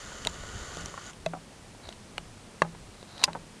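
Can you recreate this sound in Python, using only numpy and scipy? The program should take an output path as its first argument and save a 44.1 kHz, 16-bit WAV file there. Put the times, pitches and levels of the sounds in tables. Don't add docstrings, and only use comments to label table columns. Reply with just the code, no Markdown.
import sys
import numpy as np
from scipy import signal
from scipy.io import wavfile

SR = 44100
rng = np.random.default_rng(int(sys.argv[2]) if len(sys.argv) > 2 else 0)


def level_to_linear(level):
    exponent = np.asarray(level, float) / 20
    return 10 ** exponent


def transcribe(u):
    v = np.clip(np.atleast_2d(u).T, -1, 1)
    q = np.round(v * 32767).astype(np.int16)
    wavfile.write(sys.argv[1], SR, q)


N = 158760

# pitch in Hz, density in dB per Hz.
HISS_COLOUR = [(120, 0.2), (250, -3.5), (600, -9), (1500, -14.5), (4000, -18), (9800, -21), (12000, -31)]
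# time in seconds, rumble level in dB.
PALM_LEVEL = [(0, -52.5), (.28, -48.5), (.45, -48), (.7, -46.5), (.85, -45), (1.0, -61), (1.3, -54),
              (1.5, -59), (1.85, -57), (2.05, -56.5), (3.2, -57), (3.32, -51), (3.45, -60), (3.6, -62)]
# time in seconds, level in dB.
MOTOR_LEVEL = [
    (0, -45.5),
    (.35, -47),
    (.65, -45),
    (.8, -44.5),
    (.95, -50),
    (1.1, -45.5),
]
BRUSH_STRENGTH = [-3.3, -5.5, -2, -5, -5.5, -4]
# pitch in Hz, width in Hz, level in dB.
BARREL_MODES = [(317, 270, -4.5), (650, 440, -5.5), (1200, 240, 2.5), (1450, 163, 2), (1890, 310, -1),
                (2985, 290, -3), (3740, 500, -10), (4480, 360, -6.5), (5300, 1000, -13.5),
                (6210, 370, -4.5), (6900, 340, -3.5), (7410, 330, -6), (9200, 2800, -18)]
# start in seconds, end in seconds, level in dB at start, level in dB at end.
GRIP_SQUEEZES = [
    (1.83, 1.944, -55, -61.5),
    (2.92, 3.049, -65, -61),
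    (3.068, 3.242, -62.5, -46.5),
]
# start in seconds, level in dB, T60 in seconds.
BODY_RINGS = [
    (.27, -42.5, 0.39),
    (0.768, -43, 0.95),
    (.94, -50.5, 1),
    (1.262, -34, 0.54),
    (2.181, -46, 0.41),
    (2.619, -30, 0.38),
    (3.28, -39.5, 0.37),
    (3.349, -40.5, 0.49),
]
# pitch in Hz, level in dB.
SHELL_MODES = [(330, -5.5), (430, -10), (620, 2), (810, -0.5), (990, -1.5), (1104, -0.7), (1297, 1),
               (1490, -1), (1900, 4)]
# start in seconds, peak in dB, centre in Hz, T60 in seconds, contact in seconds.
FINGER_TAPS = [(.12, -33, 920, .02, 0.0036), (.261, -27.5, 440, 0.034, 0.0079),
               (0.2716, -23, 950, 0.026, 0.0033), (.436, -34.5, 590, .012, 0.00086),
               (0.77, -27, 610, 0.015, .004), (.941, -29.5, 1110, .02, 0.0026),
               (.977, -28, 930, 0.036, 0.0056), (1.2628, -18, 646, 0.042, 0.0035),
               (1.335, -23, 818, 0.019, 0.0085), (1.343, -31.5, 750, 0.046, .05),
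               (1.748, -40.5, 700, 0.026, 0.0051), (1.798, -42.5, 583, 0.025, 0.0043),
               (1.889, -32.5, 670, .015, 0.0016), (2.13, -51, 650, .02, 0.0044),
               (2.1807, -23.5, 820, 0.021, 0.0027), (2.6195, -5.5, 1110, 0.016, 0.0041),
               (2.629, -26.5, 887, 0.023, 0.017), (2.649, -30, 825, 0.022, 0.029),
               (2.749, -38, 1070, .015, 0.0049), (3.028, -35.5, 760, 0.023, 0.0024),
               (3.221, -31.5, 960, 0.027, 0.014), (3.2369, -22.5, 1030, 0.073, .012),
               (3.279, -24, 891, 0.034, 0.03), (3.351, -24, 900, 0.024, 0.028)]
SEAM_MODES = [2050, 2696, 3263, 3730, 3930, 4225, 4570, 5860, 6070, 6710, 7870, 8060, 9680, 9440]
# start in seconds, peak in dB, centre in Hz, T60 in seconds.
SHARP_TICKS = [(.250, -16, 3110, 0.0075), (0.2713, -8.5, 3900, 0.013), (0.748, -32, 6000, .01),
               (0.7708, -29, 5660, 0.0076), (.81, -30.5, 5800, 0.009), (.859, -22.5, 6300, .008),
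               (1.133, -37.5, 3000, .01), (1.2618, -18, 2600, 0.017), (1.8902, -26, 3770, 0.0077),
               (1.926, -34.5, 3000, 0.011), (2.1805, -17, 2460, 0.012), (2.6196, -17.5, 2730, 0.022),
               (3.028, -36.5, 3970, .012), (3.180, -29, 3520, 0.0073), (3.232, -25, 3000, 0.039),
               (3.3319, -26.5, 3000, 0.01)]


def one(x):
    return x / np.sqrt(np.mean(x ** 2) + 1e-20)


def to_peak(x, db):
    return x * level_to_linear(db) / np.abs(x).max()


def drift(rate_hz):
    r = np.exp(-2 * np.pi * rate_hz / SR)
    return one(signal.lfilter([1], [1, -2 * r, r * r], rng.standard_normal(N + SR))[SR:])


def peak(x, hz, width_hz):
    r = np.exp(-np.pi * width_hz / SR)
    poles = [1, -2 * r * np.cos(2 * np.pi * hz / SR), r * r]
    return signal.lfilter([(1 - r * r) / 2, 0, (r * r - 1) / 2], poles, x)


def band(x, low_hz, high_hz):
    return signal.sosfilt(signal.butter(2, [low_hz, high_hz], "band", fs=SR, output="sos"), x)


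def rings(hz, db, t60):
    t = np.arange(int(.08 * SR))[:, None] / SR
    decay = level_to_linear(db - 60 * t / np.maximum(t60, .002))
    return (decay * np.sin(2 * np.pi * hz * t)).sum(axis=1)


def add(out, s, x):
    i = int(s * SR)
    out[i:i + len(x)] += x[:N - i]


def near(hz, centre_hz, octaves):
    return -6 * (np.log2(hz / centre_hz) / octaves) ** 2


def hiss():
    edges = 90 * 2 ** np.arange(0, 7.4, 1 / 6)
    white = rng.standard_normal((2, N))
    hz, db = np.transpose(HISS_COLOUR)
    out = np.zeros(N)
    for k, (low, high) in enumerate(zip(edges, edges[1:])):
        gain = level_to_linear(np.interp(np.log(low * high) / 2, np.log(hz), db))
        out += gain * band(white[k % 2], low, high)
    return level_to_linear(-51) * one(out)


def hand():
    s, db = np.transpose(PALM_LEVEL)
    white = rng.standard_normal((3, N))
    rumble = one(band(white[0], 18, 92)) * level_to_linear(2.6 * drift(6.3))
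    rub = level_to_linear(-6 + 2.0 * drift(13)) * one(peak(white[1], 404, 430))
    hum = level_to_linear(-60.5) * one(peak(white[2], 210.4, 9))
    return level_to_linear(np.interp(np.arange(N) / SR, s, db)) * (rumble + rub) + hum


def motor():
    segments, turns_per_s, first_turn_s = 6, 44.37, .0192
    stop_s, coast_s, mesh_hz = 1.106, .006, 1460
    t = np.arange(N) / SR
    turns = (t - first_turn_s) * turns_per_s + .006 * drift(60)
    step = np.floor(turns * segments).astype(int)
    uneven_db = 1.2 * rng.standard_normal(2000)[step % 2000]
    strength = level_to_linear(np.array(BRUSH_STRENGTH)[step % segments] + uneven_db)
    puff = 0.33 + strength * np.exp(-(turns * segments - step) / 0.43)
    clicks = one(strength * np.diff(step, prepend=step[0]))
    brushes = one(puff * rng.standard_normal(N)) + level_to_linear(-4) * clicks
    rotor = one((1 + puff) * rng.standard_normal(N))

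    whir = np.zeros(N)
    for k, (hz, width_hz, db) in enumerate(BARREL_MODES):
        source = brushes if hz > 2500 else rotor
        mode = peak(peak(source, hz, width_hz), hz, 4.0 * width_hz)
        whir += level_to_linear(db) * (-1) ** k * mode
    whir = one(whir)
    for hz, tone_db in ((mesh_hz, -11.5), (mesh_hz - segments * turns_per_s, -13.5)):
        level = level_to_linear(tone_db + 2.5 * drift(25))
        whir = whir + level * np.sin(2 * np.pi * hz * t + .6 * drift(5.7))
    s, db = np.transpose(MOTOR_LEVEL)
    return whir * level_to_linear(np.interp(t, s, db)) * np.exp(-np.maximum(t - stop_s, 0) / coast_s)


def creaks():
    slips_per_s, seam_hz, fade_s = 2400, 3910, 0.0093
    t, env = np.arange(N) / SR, np.zeros(N)
    for start, end, start_db, end_db in GRIP_SQUEEZES:
        fade = np.clip(np.minimum(t - start, end - t) / fade_s, 0, 1)
        env += level_to_linear(np.interp(t, [start, end], [start_db, end_db])) * fade
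    slips = (rng.random(N) < slips_per_s / SR) * rng.standard_normal(N) * level_to_linear(2.1 * drift(40))
    seam = one(peak(peak(slips, seam_hz, 420), seam_hz, 1500))
    shell = one(peak(slips, 700, 670))
    return env * (seam + level_to_linear(1.5) * shell)


def body_ring():
    out, t = np.zeros(N), np.arange(SR // 2) / SR
    for s, db, t60 in BODY_RINGS:
        rise = 1 - np.exp(-t / 0.0024)
        add(out, s, level_to_linear(db - 60 * t / t60) * rise * np.sin(2 * np.pi * 166.4 * t))
    add(out, 3.345, rings(118, -38, .2) * np.hanning(int(.08 * SR)))
    return out


def tap(centre_hz, t60, length):
    hz, db = np.transpose(SHELL_MODES)
    x, modes = np.zeros(SR // 4), hz * (1 + 0.046 * rng.standard_normal(len(hz)))
    modes[np.argmin(abs(np.log(hz / centre_hz)))] = centre_hz
    struck_db = db + 7 * (modes == centre_hz)
    for k in range(10):
        share = k / 7
        timing, loudness = rng.standard_normal(2)
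        touch_db = 1.7 * loudness - 11 * share + 3.86 * rng.standard_normal(len(hz))
        dull_db = near(modes, centre_hz * (1 - 0.42 * share), 0.7)
        touch = np.sign(timing) * rings(modes, struck_db + touch_db + dull_db, t60)
        add(x, abs(length * share * (1 + .1 * timing)), touch)
    return band(x, 220, 3000)


def taps():
    out = np.zeros(N)
    for s, peak_db, centre_hz, t60, length in FINGER_TAPS:
        add(out, s, to_peak(tap(centre_hz, t60, length), peak_db))
    return out


def tick(db, centre_hz, octaves, t60):
    hz = np.array(SEAM_MODES)
    scatter, strength = rng.standard_normal((2, len(hz)))
    modes = hz * (1 + 0.023 * scatter) * np.sign(strength)
    mode_db = db + near(hz, centre_hz, octaves) + 4.3 * strength
    x = rings(modes, mode_db, t60 * (4000 / hz) ** 0.52)
    x += rings(centre_hz, db + 8.0, t60)
    grit = rng.standard_normal(40)
    x[:37] += level_to_linear(db - 5.5) * (grit[3:] - grit[:-3]) * np.exp(-np.arange(37) / 35.0)
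    return x


def latch():
    x, rattle_s, loss_db = np.zeros(SR // 4), .018, 27.5
    for k in range(14):
        share = (k / 13) ** 1.4
        db = 2.0 * rng.standard_normal() - loss_db * share
        add(x, rattle_s * share, tick(db, 4890, 0.9, 0.01))
    return to_peak(x, -1)


def ticks():
    out = np.zeros(N)
    for s, db, hz, t60 in SHARP_TICKS:
        add(out, s, to_peak(tick(0, hz, 1.22, t60), db))
    add(out, 3.2386, latch())
    return signal.sosfilt(signal.butter(2, 700, "high", fs=SR, output="sos"), out)


def scene():
    return (hiss() + hand() + motor() + creaks() + body_ring() + taps() + ticks())[None]


def band_limit(x):
    return signal.sosfilt(signal.butter(12, 13860, fs=SR, output="sos"), x)


def record(dry):
    notched = dry - 0.68 * peak(dry, 11010, 1550)
    x = signal.sosfilt(signal.butter(10, 12070, fs=SR, output="sos"), notched)
    return band_limit(x)


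dry = scene()
out = record(dry)
transcribe(out)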